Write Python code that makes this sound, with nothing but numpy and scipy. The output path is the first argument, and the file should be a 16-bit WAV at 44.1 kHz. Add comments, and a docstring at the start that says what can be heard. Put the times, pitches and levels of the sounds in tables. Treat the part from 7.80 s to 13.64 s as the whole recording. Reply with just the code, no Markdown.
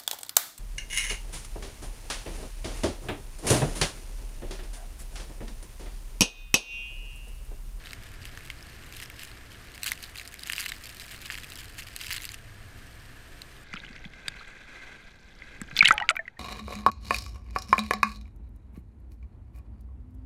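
"""A blizzard around a camera outside a house. Mains hum, a thin whine and soft whistles last throughout,
under noise shaped as wind: a low rumble on the microphone port and a hiss in bare trees.
Icy pellets, as short decaying rings of the plastic shell, tick singly at first and burst at 2 s.
Thousands of tiny grains crackle in sheets, thickest from about 2.3 to 4.5 s; large pellets cluster
near 2.7 and 4.3 s. Then the snow thins, and a last pellet lands at 5.6 s."""
import sys
import numpy as np
from scipy import signal
from scipy.fft import rfft, irfft, next_fast_len
from scipy.io import wavfile
from scipy.ndimage import map_coordinates

SR = 44100
rng = np.random.default_rng(int(sys.argv[2]) if len(sys.argv) > 2 else 0)


def waveform_to_disk(signal):
    """Save audio, clipped to [-1, 1], as 16-bit WAV at the path in sys.argv[1]."""
    frames = np.transpose(np.atleast_2d(signal))
    scaled = np.clip(frames, -1, 1) * 32767
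    samples = np.round(scaled).astype(np.int16)
    wavfile.write(sys.argv[1], SR, samples)


N = 257544

# The shell's low ways of ringing, started by the knock of a blow.
# Each row: pitch in Hz, relative level in dB, time to fall by 60 dB in seconds.
KNOCK_MODES = [(1230, -15.5, 0.0087), (1786, -4.5, 0.015), (2160, -2, 0.016), (2725, 4.5, 0.0082),
               (3124, -5.5, 0.014), (4000, -1.5, 0.013), (4775, 1, 0.0091)]
# The shell's high ways of ringing, started by the sharp crack of a blow.
# Each row: pitch in Hz, relative level in dB, time to fall by 60 dB in seconds.
CRACK_MODES = [(6370, -3.5, 0.0071), (7730, -2, 0.009), (9610, 0.5, 0.0053), (11880, -1, 0.0027),
               (13270, 5, 0.0021)]


def amp(db):
    """Turn decibels into a plain multiplier."""
    return 10 ** (np.asarray(db) / 20)


def unit(x):
    """Scale a sound to an rms (average strength) of 1."""
    return x / np.sqrt(np.mean(x ** 2) + 1e-20)


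def curves(rows):
    """Draw straight lines between the rows: one value per sample for each column after the time."""
    s, *columns = np.transpose(rows)
    t = np.arange(N) / SR
    return [np.interp(t, s, column) for column in columns]


def wobble(rate):
    """A smooth random curve through `rate` random points a second."""
    knots = rng.standard_normal(int(N * rate / SR) + 4)
    return map_coordinates(knots, [np.arange(N) * rate / SR])


def filtered(x, response):
    """Multiply each frequency in x by response(Hz)."""
    size = next_fast_len(N + 8192)  # spare room at the end, so that little wraps round
    spectrum = rfft(x, size) * response(np.fft.rfftfreq(size, 1 / SR))
    return irfft(spectrum, size)[..., :N]


def noise(points):
    """Random noise of rms 1, coloured by a spectrum of (Hz, dB) points and silent outside them."""
    f, level = np.transpose(points)

    def colour(hz):
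        return amp(np.interp(np.log(hz + 1), np.log(f), level, -120, -120))

    return unit(filtered(rng.standard_normal(N), colour))


def rings(s, db, modes, favour_db, scatter_db, detune, size):
    """Each blow rings every mode at its own strength, pitch and phase; db is the peak of their sum."""
    t = np.arange(size) / SR
    luck = rng.standard_normal((len(s), len(modes), 3))
    shape = np.zeros((len(s), size))  # one row of samples per blow
    for k, (hz, level, t60) in enumerate(modes):
        gain = amp(level + favour_db[:, k] + scatter_db * luck[:, k, 0])
        pitch = hz * (1 + detune * luck[:, k, 1])
        phase = luck[:, k, 2:]
        wave = np.sin(2 * np.pi * pitch[:, None] * t + phase)
        shape += gain[:, None] * amp(-60 * t / t60) * wave
    shape *= 1 - np.exp(-t / 0.00011)  # the contact builds up
    shape *= 1 + 1.37 * np.exp(-t / 0.0012)  # loudest while the ice still presses on the shell
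    peak = np.abs(shape).max(1)
    shape *= (amp(db) / peak)[:, None]
    # add every blow at its own place in time
    at = np.round(s * SR).astype(int)[:, None] + np.arange(size)
    return np.bincount(at.ravel(), shape.ravel(), N + SR)[:N]


def tones():
    """Mains hum, a whine that chirps once in every mains cycle at a wavering pitch, and fuzzy whistles."""
    # Steady whistles, as narrow bands of noise.
    # Each row: centre in Hz, width from the centre to 1/e in Hz, rms level in dB.
    whistles = [(689, 61, -69), (1698, 170, -61)]
    mains_hz = 59.88
    mains = 2 * np.pi * mains_hz * np.arange(N) / SR
    hum = amp(-54 + 0.79 * wobble(2.44)) * np.sin(mains)

    whine_hz = 8470 + 55 * wobble(49)
    whine = np.sin(2 * np.pi * np.cumsum(whine_hz) / SR)
    chirp_shape = ((1 + np.cos(mains)) / 2) ** 2.2
    x = hum + amp(-62.0 + 1.5 * wobble(43)) * whine * chirp_shape

    for hz, width, db in whistles:
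        band = filtered(rng.standard_normal(N), lambda f: np.exp(-((f - hz) / width) ** 2))
        x = x + amp(db) * unit(band)
    return x


def wind():
    """Lumpy air pressure rumbles on the microphone port; trees and air make a more even rush above."""
    # Level of the wind bed, dipping under the loud snow as if the microphone's gain were turned down;
    # a slight random wobble is added below.
    # Each row: time in seconds, rumble level in dB, hiss level in dB.
    background = [(0, -47.5, -52.5), (.5, -45, -52.5), (1, -49, -51.5), (1.8, -49.5, -52),
                  (2.6, -54, -53.5), (3.6, -48.5, -52), (4.2, -49, -54), (4.7, -47.5, -53.5),
                  (5.84, -51.5, -53)]
    # Colour of the rumble on the port. Each row: frequency in Hz, relative level in dB per Hz.
    rumble_colour = [(6, -17.5), (14, -3.5), (24, -4.5), (72, -13.5), (98, -9), (130, -13.5), (145, -21.5),
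                     (300, -46)]
    # Colour of the hiss of trees and air. Each row: frequency in Hz, relative level in dB per Hz.
    hiss_colour = [(130, 0.5), (180, -0.5), (300, -0.5), (600, -7.5), (900, -10), (1300, -5), (1800, -4.5),
                   (2800, -8.5), (3600, -12.5), (8000, -20), (15000, -24), (15500, -50)]
    rumble_db, hiss_db = curves(background)
    rumble = noise(rumble_colour) * amp(rumble_db + 0.49 * wobble(5.1))
    hiss = noise(hiss_colour) * amp(hiss_db + 0.4 * wobble(8.9))
    return rumble + hiss


def thickness():
    """Level of the fine snow in dB: a stream that slowly thickens and thins, plus sheets that come and go."""
    # How thickly fine snow streams past all the time. Each row: time in seconds, level in dB.
    stream = [(0, -61.5), (.6, -55.5), (1, -57), (1.65, -59.5), (2.3, -54), (2.65, -51), (3.6, -48),
              (4.0, -53), (4.5, -46.5), (4.6, -62.5), (5.84, -63.5)]
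    # Sheets of snow thrown at the shell. Each row: start of the hold in seconds, hold in seconds, level in dB.
    sheets = [(0.055, .06, -49.5), (0.428, 0.034, -50.5), (1.125, 0.11, -46.5), (1.398, 0.082, -47),
              (1.9, 0.065, -53.5), (2.042, 0.057, -38), (2.208, 0.044, -49), (2.352, 0.048, -47),
              (2.687, 0.042, -41.5), (2.766, 0.13, -41), (3.045, 0.025, -42.5), (3.199, 0.033, -47.5),
              (3.412, .1, -49), (3.78, 0.083, -47), (3.986, 0.068, -50), (4.21, 0.073, -42),
              (4.292, 0.063, -39), (4.406, 0.02, -45.5)]
    rise_s, fall_s = 0.013, 0.031  # time to swell and to die away by a factor e
    t = np.arange(N) / SR
    stream_db, = curves(stream)
    power = amp(stream_db) ** 2
    for s, hold, db in sheets:
        before = np.maximum((s - t) / rise_s, 0)
        after = np.maximum((t - s - hold) / fall_s, 0)
        power = power + (amp(db) * np.exp(-(before + after))) ** 2
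    return 10 * np.log10(power)


def flurry(count=6000):
    """Small grains in clumps, a few large and many tiny; each knocks and cracks in its own proportion."""
    knock_db = thickness()
    # the crack lies 5 dB under the knock, and gains 0.05 dB extra for each dB of thicker snow
    crack_db = knock_db - 5 + 0.05 * (knock_db - knock_db.mean())

    # grains land more often where this random curve is high
    chance = np.cumsum(amp(5 * wobble(70)))
    luck = rng.random((count, 3))
    s = np.interp(luck[:, 0], chance / chance[-1], np.arange(N) / SR)
    size_db = -4.5 * np.log(luck[:, 1] + 0.008)
    hard_db = 9 * (luck[:, 2] - 0.5)  # a harder grain cracks more and knocks less

    no_favour = np.zeros((count, len(KNOCK_MODES)))
    knock = rings(s, size_db - hard_db, KNOCK_MODES, no_favour, scatter_db=6.5, detune=0.077, size=400)
    no_favour = np.zeros((count, len(CRACK_MODES)))
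    crack = rings(s, size_db + hard_db, CRACK_MODES, no_favour, scatter_db=1, detune=0.094, size=200)
    return amp(knock_db) * unit(knock) + amp(crack_db) * unit(crack)


def pellets():
    """Large pellets knock and crack; where one lands decides which shell mode it favours."""
    # The large pellets, with peaks as they are before the shell's bass cut.
    # Each row: start in seconds, knock peak in dB, crack peak in dB, most favoured pitch in Hz.
    blows = [(0.0712, -27, -39, 2670), (0.1323, -24, -29, 1870), (0.454, -27, -32, 2670),
             (0.5746, -26, -33, 1720), (0.6069, -37, -48, 2150), (0.7017, -21, -34, 2280),
             (1.1247, -33, -33, 4100), (1.1697, -32, -29, 2820), (1.2255, -26, -35, 1980),
             (1.3005, -29, -32, 3400), (1.3943, -29, -35, 2690), (1.4344, -32, -29, 2630),
             (1.9786, -30, -37, 2070), (2.0328, -17, -17, 4720), (2.0431, -40, -23, 2090),
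             (2.0641, -20, -17, 2650), (2.0701, -22, -28, 3140), (2.0784, -21, -32, 2220),
             (2.1184, -16, -14, 2090), (2.2272, -34, -29, 2090), (2.3972, -25, -32, 3340),
             (2.4761, -30, -28, 4670), (2.5416, -32, -29, 3360), (2.5934, -31, -30, 4260),
             (2.6344, -23, -27, 4110), (2.6729, -31, -26, 1640), (2.6992, -13, -22, 2130),
             (2.7221, -22, -23, 3420), (2.7338, -17, -28, 2130), (2.7632, -27, -26, 3360),
             (2.7812, -17, -28, 2200), (2.8069, -29, -17, 2130), (2.8168, -24, -25, 3100),
             (2.8415, -25, -30, 2840), (2.8609, -19, -24, 2220), (2.8643, -21, -36, 2950),
             (2.8916, -25, -39, 2130), (2.9197, -20, -31, 2150), (3.1983, -27, -31, 4160),
             (3.3453, -29, -40, 2200), (3.5012, -18, -37, 1900), (3.5068, -23, -35, 2560),
             (3.5231, -30, -28, 1810), (3.5432, -25, -36, 2690), (3.5531, -23, -34, 1740),
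             (3.5767, -25, -31, 2760), (3.5838, -25, -34, 1700), (3.6437, -28, -34, 2820),
             (3.7564, -31, -29, 4460), (4.0222, -30, -36, 2540), (4.1633, -23, -18, 2710),
             (4.2126, -23, -34, 3010), (4.2673, -26, -28, 3270), (4.3061, -18, -32, 2110),
             (4.3101, -22, -28, 2070), (4.3169, -21, -35, 3040), (4.3227, -21, -29, 2820),
             (4.328, -20, -19, 4130), (4.3418, -21, -34, 2130), (4.3648, -26, -23, 3080),
             (4.4207, -31, -27, 3320), (4.4429, -25, -28, 2710), (4.4529, -24, -22, 4780),
             (4.4911, -23, -33, 4240), (4.5185, -36, -27, 4700), (4.5434, -29, -28, 2690),
             (5.6186, -27, -34, 4800)]
    s, knock_db, crack_db, hz = np.transpose(blows)
    octaves = np.log2(hz[:, None] / np.array(KNOCK_MODES)[:, 0])
    favour_db = -14 * np.abs(octaves)  # modes far from the favoured pitch ring less
    knock = rings(s, knock_db, KNOCK_MODES, favour_db, scatter_db=5.5, detune=0.019, size=700)
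    no_favour = np.zeros((len(s), len(CRACK_MODES)))
    crack = rings(s, crack_db, CRACK_MODES, no_favour, scatter_db=3.0, detune=0.046, size=300)
    return knock + crack


def shell():
    """All the snow heard through the light, stiff shell, which radiates no bass."""
    bass_cut = signal.butter(3, 950, "high", fs=SR, output="sos")
    return signal.sosfilt(bass_cut, pellets() + flurry())


def scene():
    """Add the tones, the wind and the snow on the shell, as one channel."""
    return (tones() + wind() + shell())[None]


def record(dry):
    """The microphone falls away at the top; nothing passes the band limit."""
    top_hz = 16650
    return filtered(dry, lambda hz: (hz < top_hz) / (1 + (hz / 15600) ** 40))


dry = scene()
out = record(dry)
waveform_to_disk(out)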